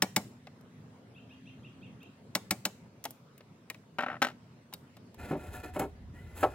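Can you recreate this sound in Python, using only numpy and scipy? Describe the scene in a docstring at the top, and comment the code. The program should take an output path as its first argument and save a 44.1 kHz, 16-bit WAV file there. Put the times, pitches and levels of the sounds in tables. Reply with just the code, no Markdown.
"""Woodwork in a yard

Over a murmur of traffic and a faint engine, a hammer drives a chisel into a batten in two short groups
of blows, exciting the damped modes of blade and bench. A chip snaps off, a far bird calls, the tools are
put down and the hammer rattles to rest on the planks by inelastic bounces. Then, over a distant rumble,
a board slides along a wooden frame with stick-slip friction and is knocked into place."""
import sys
import numpy as np
from scipy import signal
from scipy.fft import rfft, irfft, next_fast_len
from scipy.io import wavfile
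from scipy.ndimage import uniform_filter1d, map_coordinates

SR = 44100
rng = np.random.default_rng(int(sys.argv[2]) if len(sys.argv) > 2 else 0)


def transcribe(signal):
    """Save signal, clipped to [-1, 1], as a 16-bit WAV file at the path in sys.argv[1]."""
    frames = np.atleast_2d(signal).T
    limited = np.clip(frames, -1, 1)
    pcm = np.round(limited * 32767).astype(np.int16)
    wavfile.write(sys.argv[1], SR, pcm)


N = 288414
T = np.arange(N) / SR
AGE = T[:SR // 6]  # time since an impact, t/s


def amp(db):
    """Amplitude ratio of a level in decibels; all tabulated levels are relative."""
    return 10 ** (np.asarray(db) / 20)


def unit_rms(x):
    """Normalisation to an rms of 1."""
    return x / np.sqrt(np.mean(x ** 2) + 1e-20)


def unit_impact(x):
    """Normalisation to the energy of 10 ms at an rms of 1."""
    return x / np.sqrt(np.sum(x ** 2) / (SR / 100))


def along(points, hz):
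    """Interpolation of (f/Hz, value) points on a logarithmic frequency axis."""
    f, values = np.transpose(points)
    return np.interp(np.log(hz + 1), np.log(f + 1), values)


def curves(rows, t=T):
    """Linear interpolation in time of each column after the first."""
    times, *columns = np.transpose(rows)
    return [np.interp(t, times, column) for column in columns]


def wobble(rate):
    """Smooth random modulation: a spline through `rate` Gaussian values a second."""
    return map_coordinates(rng.standard_normal(int(N * rate / SR) + 4), [T * rate])


def filtered(x, response):
    """Linear filtering: the spectrum is multiplied by a complex frequency response."""
    n = x.shape[-1]
    padded = next_fast_len(n + SR // 5)
    return irfft(rfft(x, padded) * response(np.fft.rfftfreq(padded, 1 / SR)), padded)[..., :n]


def shelf(x, gain_db, corner_hz, order=4):
    """Shelving filter: a gain above the corner, or below it for a negative order."""
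    return filtered(x, lambda hz: amp(gain_db / (1 + (corner_hz / (hz + 1)) ** order)))


def add(track, t, x):
    """Superposition of x on the track from time t."""
    part = track[max(round(t * SR), 0):][:len(x)]
    part += x[:len(part)]


def ring(modes, rise_s):
    """Free vibration: damped modes, excited with new strengths and phases by each blow."""
    hz, db, t60 = np.transpose(modes)[:, :, None]
    phase = 2 * np.pi * (hz * AGE + rng.random(hz.shape))
    waves = amp(db + rng.normal(0, 2, hz.shape) - 60 * AGE / t60) * np.sin(phase)
    return unit_impact(waves.sum(0) * (1 - np.exp(-AGE / rise_s)))


def burst(spectrum, rise_s, band_count=18):
    """Modal overlap: dense modes act as noise bands, each with its own decay; low bands rise slower."""
    spectrum = np.asarray(spectrum)
    centres = np.geomspace(70, 16000, band_count)
    hz = np.fft.rfftfreq(len(AGE), 1 / SR) + 1
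    bands_away = np.abs(np.log(hz) - np.log(centres)[:, None]) / np.log(centres[1] / centres[0])
    masks = np.sqrt(np.clip(1 - bands_away, 0, 1))
    bands = irfft(rfft(rng.standard_normal(len(AGE))) * masks, len(AGE))
    decay = np.exp(-np.log(1000) * AGE / along(spectrum[:, ::2], centres)[:, None])
    attack = 1 - np.exp(-AGE / (rise_s + 1 / centres[:, None]))
    bands = bands * decay * attack
    gains = amp(along(spectrum[:, :2], centres)) * np.sqrt(centres) / np.linalg.norm(bands, axis=1)
    return unit_impact((gains[:, None] * bands).sum(0))


# Direction cues of the two work places: f/Hz, left-minus-right level/dB, phase lead of the left/rad
AT_BENCH = [(200, .5, -0.1), (700, .5, 0.35), (1300, 4, 0.67), (2390, 4.5, 1.25), (4600, 1.5, 1.65),
            (7400, 1, 2), (10300, 1.2, 2.2), (13600, 0.5, 0.84)]
AT_FRAME = [(200, -.3, 0), (1500, 0.96, 0.5), (4200, 1, 0.76), (4900, 0.76, 2), (6700, 0.27, -8),
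            (7050, 0, -6.5), (9260, -0.15, -9.5), (11750, -0.16, -13), (13400, 0, -15.5), (15200, 0, -17.5)]
def localised(x, place, low_cut_hz=70):
    """Localisation: a sound arrives left and right with unequal level and phase, less its deep bass."""
    place = np.asarray(place)
    half = lambda hz: amp(along(place[:, :2], hz) / 2) * np.exp(.5j * along(place[:, ::2], hz))
    low_cut = lambda hz: (1j * hz / (low_cut_hz + 1j * hz)) ** 2
    return filtered(x, lambda hz: low_cut(hz) * np.array([half(hz), 1 / half(hz)]))


# Reverberation time of the yard: f/Hz, T60/s
YARD_DECAY = [(200, 0.27), (1500, 0.38), (6000, 0.44), (15000, .36)]
def yard(x, wet_db):
    """Diffuse reflection from trees and walls, with a new impulse response every third of a second."""
    out, step = np.zeros((2, N + SR * 2)), SR // 3
    for start in range(0, N, step):
        part = x[start:start + step]
        if np.max(np.abs(part)) > np.max(np.abs(x)) / 300:
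            hz, t, noise = signal.stft(rng.standard_normal((2, SR // 2)), SR, nperseg=256)
            decay = amp(-60 * t / along(YARD_DECAY, hz)[:, None])
            tail = signal.istft(noise * decay, SR, nperseg=256)[1]
            echo = signal.fftconvolve(part[None], tail / np.linalg.norm(tail[0]), axes=1)
            out[:, start:start + echo.shape[1]] += echo
    return amp(wet_db) * out[:, :N]


# Likeness of left and right in the ambient field: f/Hz, correlation coefficient
CORRELATION = [(60, 0.98), (130, 0.97), (290, 0.97), (640, 0.68), (1410, -0.01), (3100, 0.26),
               (6820, -0.49), (15000, -0.22)]
def ambient_noise(spectrum, patchy_db=2.5):
    """Partial coherence: stereo noise with patches of random gain, nearly in phase in the bass."""
    cells = signal.stft(rng.standard_normal((2, N)), nperseg=512)[2]
    patches = uniform_filter1d(rng.standard_normal(cells.shape[1:]), size=5, axis=0)
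    patches = uniform_filter1d(patches, size=12, axis=1)
    pair = signal.istft(cells * amp(patchy_db * unit_rms(patches)), nperseg=512)[1][:, :N]
    angle = lambda hz: np.arccos(np.clip(along(CORRELATION, hz), -1, 1)) / 2
    response = lambda hz: amp(along(spectrum, hz)) * [np.cos(angle(hz)), np.sin(angle(hz))]
    mid, side = filtered(pair, response)
    return unit_rms(np.array([mid + side, mid - side]))


# Swell of the distant traffic: t/s, level/dB
TRAFFIC_SWELL = [(0.0, -54.5), (0.43, -56.5), (1.88, -53.5), (3.82, -60), (3.97, -59), (4.14, -54.5),
                 (4.59, -58.5), (5.15, -54.5)]
# Spectra of the outdoor murmur and of the rumble near the ground: f/Hz, spectral level/dB
MURMUR_SPECTRUM = [(15, -88.5), (25, -59), (58, -24), (74, -18), (108, -3.5), (197, -6), (238, -6),
                   (296, -15), (422, -15.5), (669, -20.5), (787, -25), (902, -24), (7510, -42.5),
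                   (14000, -52), (16500, -52)]
RUMBLE_SPECTRUM = [(12, -35), (20, -20.5), (84, 5), (129, -14), (192, -19), (215, -33), (321, -24),
                   (499, -33), (600, -51), (780, -61), (1320, -120)]
def background(air_db=-54.5, bass_swell=0.97, hiss_swell=0.25, rumble_db=-49, rumble_start_s=5.18):
    """Ambient noise: air and distant traffic swell mostly in the bass; a rumble joins later."""
    level_db, = curves(TRAFFIC_SWELL)
    swell_db = level_db - level_db.mean()
    air = amp(air_db) * ambient_noise(MURMUR_SPECTRUM)
    bass = filtered(air, lambda hz: 1 / (1 + (hz / 600) ** 2))
    murmur = amp(bass_swell * swell_db) * bass + amp(hiss_swell * swell_db) * (air - bass)
    return murmur + amp(rumble_db) * (T > rumble_start_s) * ambient_noise(RUMBLE_SPECTRUM)


# Hammer blows on the chisel: t/s, level/dB, bench thud level/dB, treble gain/dB
BLOWS = [(0.02, -11, -29, -2.5), (0.161, -12.5, -27.5, 1), (2.35, -13.5, -34, -4), (2.507, -15, -31.5, 0.5),
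         (2.651, -15.5, -37, -1)]
# Contact noise of a light touch and of the edge biting: f/Hz, spectral level/dB, T60/s
SNAP_SPECTRUM = [(200, -2.5, 0.12), (816, -1.5, 0.053), (2250, -3, 0.044), (4830, -7, 0.017),
                 (10100, -7.5, 0.039), (15000, -7, 0.013)]
CRACK_SPECTRUM = [(147.5, -9.5, .07), (500, -2.5, 0.21), (900, -3.5, 0.14), (1500, -2.5, .06),
                  (2398, -4, 0.037), (5040, -6.5, 0.066), (8100, -4, 0.05), (11200, -18, 0.077),
                  (15000, -9.5, 0.037)]
# Modes of the steel blade and of the bench: f/Hz, level/dB, T60/s
BLADE_MODES = [(3835, -1.5, 0.019), (4293, -7.5, 0.024), (5450, 4.5, 0.012), (8380, -8.5, 0.052),
               (10800, -25, 0.079)]
BENCH_MODES = [(112, -8.5, 0.057), (193, -2, .09), (234.5, -7.5, 0.081), (308.3, -6.5, 0.067),
               (387, -9.5, 0.042), (596, -3, 0.054), (752, -8, 0.071), (854, -4, 0.054), (1740, -18, 0.071),
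               (2194, -7.5, 0.052), (2300, -14, 0.083)]
def chisel(touch_db=-23, crack_db=-16, blade_db=-18, thud_db=2.5, bite_lag_s=0.0018, thud_lag_s=0.004):
    """Impulse transmission: the hammer meets the handle, the edge bites, the push reaches the bench."""
    cracks, rings = np.zeros(N), np.zeros(N)
    spike = 1 + 4.3 * np.exp(-AGE / 0.0021)
    for t, db, bench_db, treble_db in BLOWS:
        bite = amp(db + crack_db) * burst(CRACK_SPECTRUM, rise_s=0.0013) * spike
        add(cracks, t, amp(db + touch_db) * burst(SNAP_SPECTRUM, rise_s=0.00044))
        add(cracks, t + bite_lag_s, shelf(bite, treble_db, corner_hz=5000))
        add(rings, t + bite_lag_s, amp(db + blade_db) * ring(BLADE_MODES, rise_s=0.0004))
        add(rings, t + thud_lag_s, amp(bench_db + thud_db) * ring(BENCH_MODES, rise_s=0.0047))
    return localised(cracks + rings, AT_BENCH) + yard(cracks, wet_db=-20)


def far_engine(level_db=-58, start_s=0.1942, end_s=2.2, fade_s=0.27, start_hz=242.4, rise_hz_per_s=16):
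    """Amplitude and frequency modulation: a far engine's hum wavers, rises slowly and fades."""
    fade = np.clip(np.minimum(T - start_s, end_s - T) / fade_s, 0, 1)
    hz = (start_hz + rise_hz_per_s * (T - start_s)) * (1 + 0.012 * wobble(25))
    return fade * amp(level_db + 2 * wobble(9.9)) * np.sin(2 * np.pi * np.cumsum(hz) / SR)


# The chip splitting off, tools touching wood, and a last faint click just before the rumble begins:
# t/s, level/dB, hardness as treble gain/dB, f/Hz
TICKS = [(0.47, -33.5, -37, 696), (0.61, -52, -12, 708), (2.03, -49.5, -11.5, 2740), (3.04, -30, -6, 6760),
         (3.053, -20.5, -14, 797), (3.107, -42, 4.5, 740), (3.379, -49.5, -0.5, 2540),
         (3.407, -40.5, -39, 557), (3.7, -24, -15, 2150), (3.745, -39, -24, 2260), (4.727, -36, -24, 883),
         (4.737, -29, -5.5, 4360), (4.968, -41, -18.5, 700), (5.144, -45.5, -8.5, 890)]
def ticks(level_db=-13, bright_db=9, body_db=-10, thinning=0.45, ring_db=-3, ring_t60=0.042):
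    """Spectral tilt: harder ticks are brighter and thinner; each rings in three close modes."""
    snaps, rings = np.zeros(N), np.zeros(N)
    for t, db, treble_db, hz in TICKS:
        snap = shelf(burst(SNAP_SPECTRUM, rise_s=0.0001), treble_db + bright_db, corner_hz=7300)
        bass_db = min(body_db - thinning * treble_db, 0)
        add(snaps, t, amp(db + level_db) * shelf(snap, bass_db, corner_hz=2100, order=-4))
        cluster = [(hz * ratio, 0, ring_t60) for ratio in (0.87, 1, 1.12)]
        add(rings, t, amp(db + level_db + ring_db) * ring(cluster, rise_s=0.0001))
    return localised(snaps + rings, AT_BENCH) + yard(snaps, wet_db=-17)


# The bird's calls: t/s at mid note, level/dB
CHIRPS = [(1.176, -52), (1.322, -52), (1.485, -50.5), (1.66, -51), (1.844, -51), (2.032, -51.5)]
# Contours of its two voices: t/s from mid note, f/Hz, level/dB
LOWER_VOICE = [(-.03, 2100, -33), (-.019, 2465, -11), (-.011, 2616, -0.5), (-.002, 2856, -8),
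               (.007, 2780, -2.5), (.014, 2455, -8.5), (.022, 2520, -31.5)]
UPPER_VOICE = [(-.034, 3194, -33.5), (-.026, 3160, -8), (-.017, 3700, -22), (0, 3700, -18.5),
               (0.019, 3300, -20.5), (.026, 3124, -8), (.038, 3210, -28)]
def bird(level_db=-1, rasp=0.022, echo_s=0.042):
    """Biphonation: a far bird repeats one arched note with both sides of its syrinx."""
    out = np.zeros(N)
    for voice in (LOWER_VOICE, UPPER_VOICE):
        start, end = voice[0][0], voice[-1][0]
        hz, shape_db = curves(voice, np.arange(start, end, 1 / SR))
        flutter = 1 + rasp * wobble(400)
        for t, db in CHIRPS:
            pitch = hz * flutter[round(t * SR):][:len(hz)]
            tone = np.sin(2 * np.pi * np.cumsum(pitch) / SR)
            add(out, t + start, amp(db + shape_db + level_db) * tone)
    out += amp(-10.5) * np.roll(out, round(echo_s * SR))  # reflection from a nearby wall
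    return out + yard(out, wet_db=-1)


# Landings of the hammer's handle, neck and two sides of the head:
# t/s, level/dB, treble gain/dB, bass gain/dB, first flight/s, loss per bounce/dB, number of contacts
LANDINGS = [(3.985, -16.5, -28.5, -24, 0.021, 3.5, 4), (3.9903, -15.5, -40, -18.5, .0435, 2, 10),
            (4.2183, -11.5, -19, -15, .029, 6.5, 6), (4.2243, -11.5, -16.5, -16, .015, 13, 2)]
def bounces(rocking_s=0.0122, restitution=0.53):
    """Inelastic collision: contacts weaken and flights shorten towards a steady rocking period."""
    for t, db, treble_db, bass_db, flight_s, loss_db, contacts in LANDINGS:
        for k in range(round(contacts)):
            yield t, db - loss_db * k, treble_db, bass_db
            t = t + rocking_s + (flight_s - rocking_s) * restitution ** k


# Contact noise of the hammer on the planks: f/Hz, spectral level/dB, T60/s
CLACK_SPECTRUM = [(120, -30, 0.033), (250, -12, 0.044), (450, -5.5, 0.053), (734, -3.5, 0.056),
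                  (1390, -10, 0.057), (2580, -5, 0.045), (4500, -12, 0.046), (9050, -21.5, 0.047),
                  (15000, -28, .016)]
# Modes of the planks: f/Hz, level/dB, T60/s
PLANK_MODES = [(247.3, 1, 0.07), (600, -6.5, 0.076), (770, 4.5, 0.025), (1050, -26, 0.04),
               (1333, 7.5, 0.021), (1540, -4.5, 0.079), (1730, -14, 0.062), (1863, 1, 0.029),
               (2800, -29, 0.043)]
def hammer_laid_down(clack_db=-13.3, planks_db=-11.5, bright_db=14, heavy_db=11):
    """Impact excitation: each bounce of handle or head clacks and sets the planks ringing."""
    out = np.zeros(N)
    for t, db, treble_db, bass_db in bounces():
        clack = amp(db + clack_db) * burst(CLACK_SPECTRUM, rise_s=0.00027)
        planks = amp(db + planks_db) * ring(PLANK_MODES, rise_s=0.00066)
        hit = shelf(clack + planks, bass_db + heavy_db, corner_hz=483, order=-4)
        add(out, t, shelf(hit, treble_db + bright_db, corner_hz=3300))
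    return localised(out, AT_BENCH) + yard(out, wet_db=-26)


# Shoves of the board: t/s, duration/s, rub level/dB, grit level/dB
SHOVES = [(5.174, 0.15, -46, -60.5), (5.355, 0.25, -51.5, -62), (5.525, 0.038, -48, -53),
          (5.628, 0.036, -43.5, -55), (5.732, 0.04, -49.5, -55.5), (5.789, 0.011, -38, -44.5),
          (6.13, 0.256, -62.5, -70.5), (6.348, 0.08, -47.5, -48.5), (6.43, 0.12, -51.5, -63)]
def shove_envelopes(attack_share=0.34, longest_attack_s=0.026, release_db_per_s=351):
    """Incoherent addition: shoves build up, hold and die away, summing in power for rub and for grit."""
    force, hiss = np.zeros(N), np.zeros(N)
    for t, duration, rub_db, grit_db in SHOVES:
        attack = np.clip((T - t) / min(attack_share * duration, longest_attack_s), 0, 1)
        shape = attack * amp(-release_db_per_s * np.maximum(T - t - duration, 0))
        force = np.hypot(force, amp(rub_db) * shape)
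        hiss = np.hypot(hiss, amp(grit_db) * shape)
    return force, hiss


# Course of the squeak: t/s, f/Hz, level/dB
SQUEAK_CONTOUR = [(6.12, 1914, -95), (6.15, 1900, -58.5), (6.25, 2030, -63.5), (6.32, 2020, -66),
                  (6.4, 2040, -72)]
# Its partials: frequency ratio, level/dB
SQUEAK_PARTIALS = [(1, 3), (1.5, -12), (2.57, -22)]
def board_squeak(level_db=-2, jitter=0.0305, flicker_db=3.4):
    """Friction-induced oscillation: under light pressure the board gives an unsteady tone."""
    hz, db = curves(SQUEAK_CONTOUR)
    phase = 2 * np.pi * np.cumsum(hz * (1 + jitter * wobble(500))) / SR
    partials = sum(amp(level) * np.sin(ratio * phase) for ratio, level in SQUEAK_PARTIALS)
    started = T > SQUEAK_CONTOUR[0][0]
    return amp(db + level_db + flicker_db * wobble(80)) * partials * started


# Friction noise of wood and of grit: f/Hz, spectral level/dB
RUB_SPECTRUM = [(120, -25.5), (200, -0.5), (274, 2.5), (519, -5.5), (590, -11), (652, -35), (741, -3),
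                (1040, -12), (1350, -10.5), (1920, -16), (6000, -32), (7800, -39), (13200, -120)]
GRIT_SPECTRUM = [(2500, -1), (4000, -7), (5500, -12), (7500, 1), (11000, 2), (13000, -2), (15800, -1.5)]
# Resonances of the rubbed board: f/Hz, bandwidth/Hz, level/dB
RUBBED_MODES = [(592, 20, -9), (734, 16, -6), (980, 49, -8), (1400, 76, 1), (1724, 105, 1), (2107, 53, -7),
                (2490, 150, 0), (2870, 120, -12), (4060, 140, -14)]
def board_slide(rub_db=-3, ring_db=-4, catch_db=1.5, grain_db=2.5):
    """Stick-slip friction: the board catches and slips on grit, which drives its resonances."""
    force, hiss = shove_envelopes()
    catching = amp(catch_db * wobble(70))
    grains = unit_rms(amp(grain_db * wobble(1500)) * rng.standard_normal(N))
    scrape = lambda spectrum: catching * unit_rms(filtered(grains, lambda hz: amp(along(spectrum, hz))))
    modes = [(hz, db, np.log(1000) / (np.pi * width)) for hz, width, db in RUBBED_MODES]
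    body = ring(modes, rise_s=0.0019)
    drive = amp(ring_db) * force * catching * grains
    hollow = signal.fftconvolve(drive, body / np.linalg.norm(body))[:N]
    wood = amp(rub_db) * force * scrape(RUB_SPECTRUM) + hollow
    grit = hiss * scrape(GRIT_SPECTRUM)
    return localised(wood + grit + board_squeak(), AT_FRAME) + yard(wood, wet_db=-13)


# Bumps of the board on the frame: t/s, level/dB, bass gain/dB, grit level/dB, number of contacts
BUMPS = [(5.309, -24.5, 3.5, -61, 3), (5.76, -21.5, -10.5, -56, 1), (5.794, -21.5, -6.5, -35.5, 3),
         (6.429, -6.5, -23.5, -53, 1), (6.438, -16.5, -13, -61, 1)]
def judders(interval_s=0.0205, loss_db=2.5, grit_loss_db=20):
    """Rebound: a bumped board judders against the frame; the first contact crushes most of the grit."""
    for t, db, bass_db, grit_db, contacts in BUMPS:
        for k in range(round(contacts)):
            yield t + interval_s * k, db - loss_db * k, bass_db, grit_db - grit_loss_db * k


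# Contact noise of wood on wood: f/Hz, spectral level/dB, T60/s
KNOCK_SPECTRUM = [(80, -16, 0.16), (293, 2, 0.147), (660, 1.5, 0.12), (1240, -12.5, 0.088),
                  (2300, -20.5, 0.044), (5000, -39, 0.076), (15000, -46, .04)]
# Modes of the struck board: f/Hz, level/dB, T60/s
BOARD_MODES = [(157, -6, 0.13), (289.4, 1.5, 0.093), (400.8, -4, 0.17), (518, -15, 0.11), (601.4, 2, 0.13),
               (761.6, 3.5, 0.084), (832, -6.5, 0.07), (922.4, -4.5, 0.11), (1080, -14.5, 0.14),
               (1308, -4, 0.078), (1686, -13, 0.074), (2200, -13, 0.075)]
def board_bumps(knock_db=-11, ring_db=-9, thump_db=9, crunch_db=-2, crunch_t60=0.04):
    """Compliant impact: wood meets wood with a soft, hollow knock, crushing the grit between."""
    out = np.zeros(N)
    for t, db, bass_db, grit_db in judders():
        knock = amp(db + knock_db) * burst(KNOCK_SPECTRUM, rise_s=0.0051)
        board = amp(db + ring_db) * ring(BOARD_MODES, rise_s=0.0022)
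        hit = shelf(knock + board, bass_db + thump_db, corner_hz=367, order=-4)
        crunch = burst([(hz, level, crunch_t60) for hz, level in GRIT_SPECTRUM], rise_s=0.00093)
        add(out, t, hit + amp(grit_db + crunch_db) * crunch)
    return localised(out, AT_FRAME) + yard(out, wet_db=-21)


def scene():
    """Superposition: bench work, then the board, amid the sounds of the open air."""
    at_bench = chisel() + ticks() + hammer_laid_down()
    at_frame = board_bumps() + board_slide()
    return at_bench + at_frame + bird() + far_engine() + background()


def record(dry):
    """Band limiting: the response falls to zero over 400 Hz centred on 16 kHz."""
    return filtered(dry, lambda hz: np.clip((16000 - hz) / 400 + 0.5, 0, 1))


dry = scene()
out = record(dry)
transcribe(out)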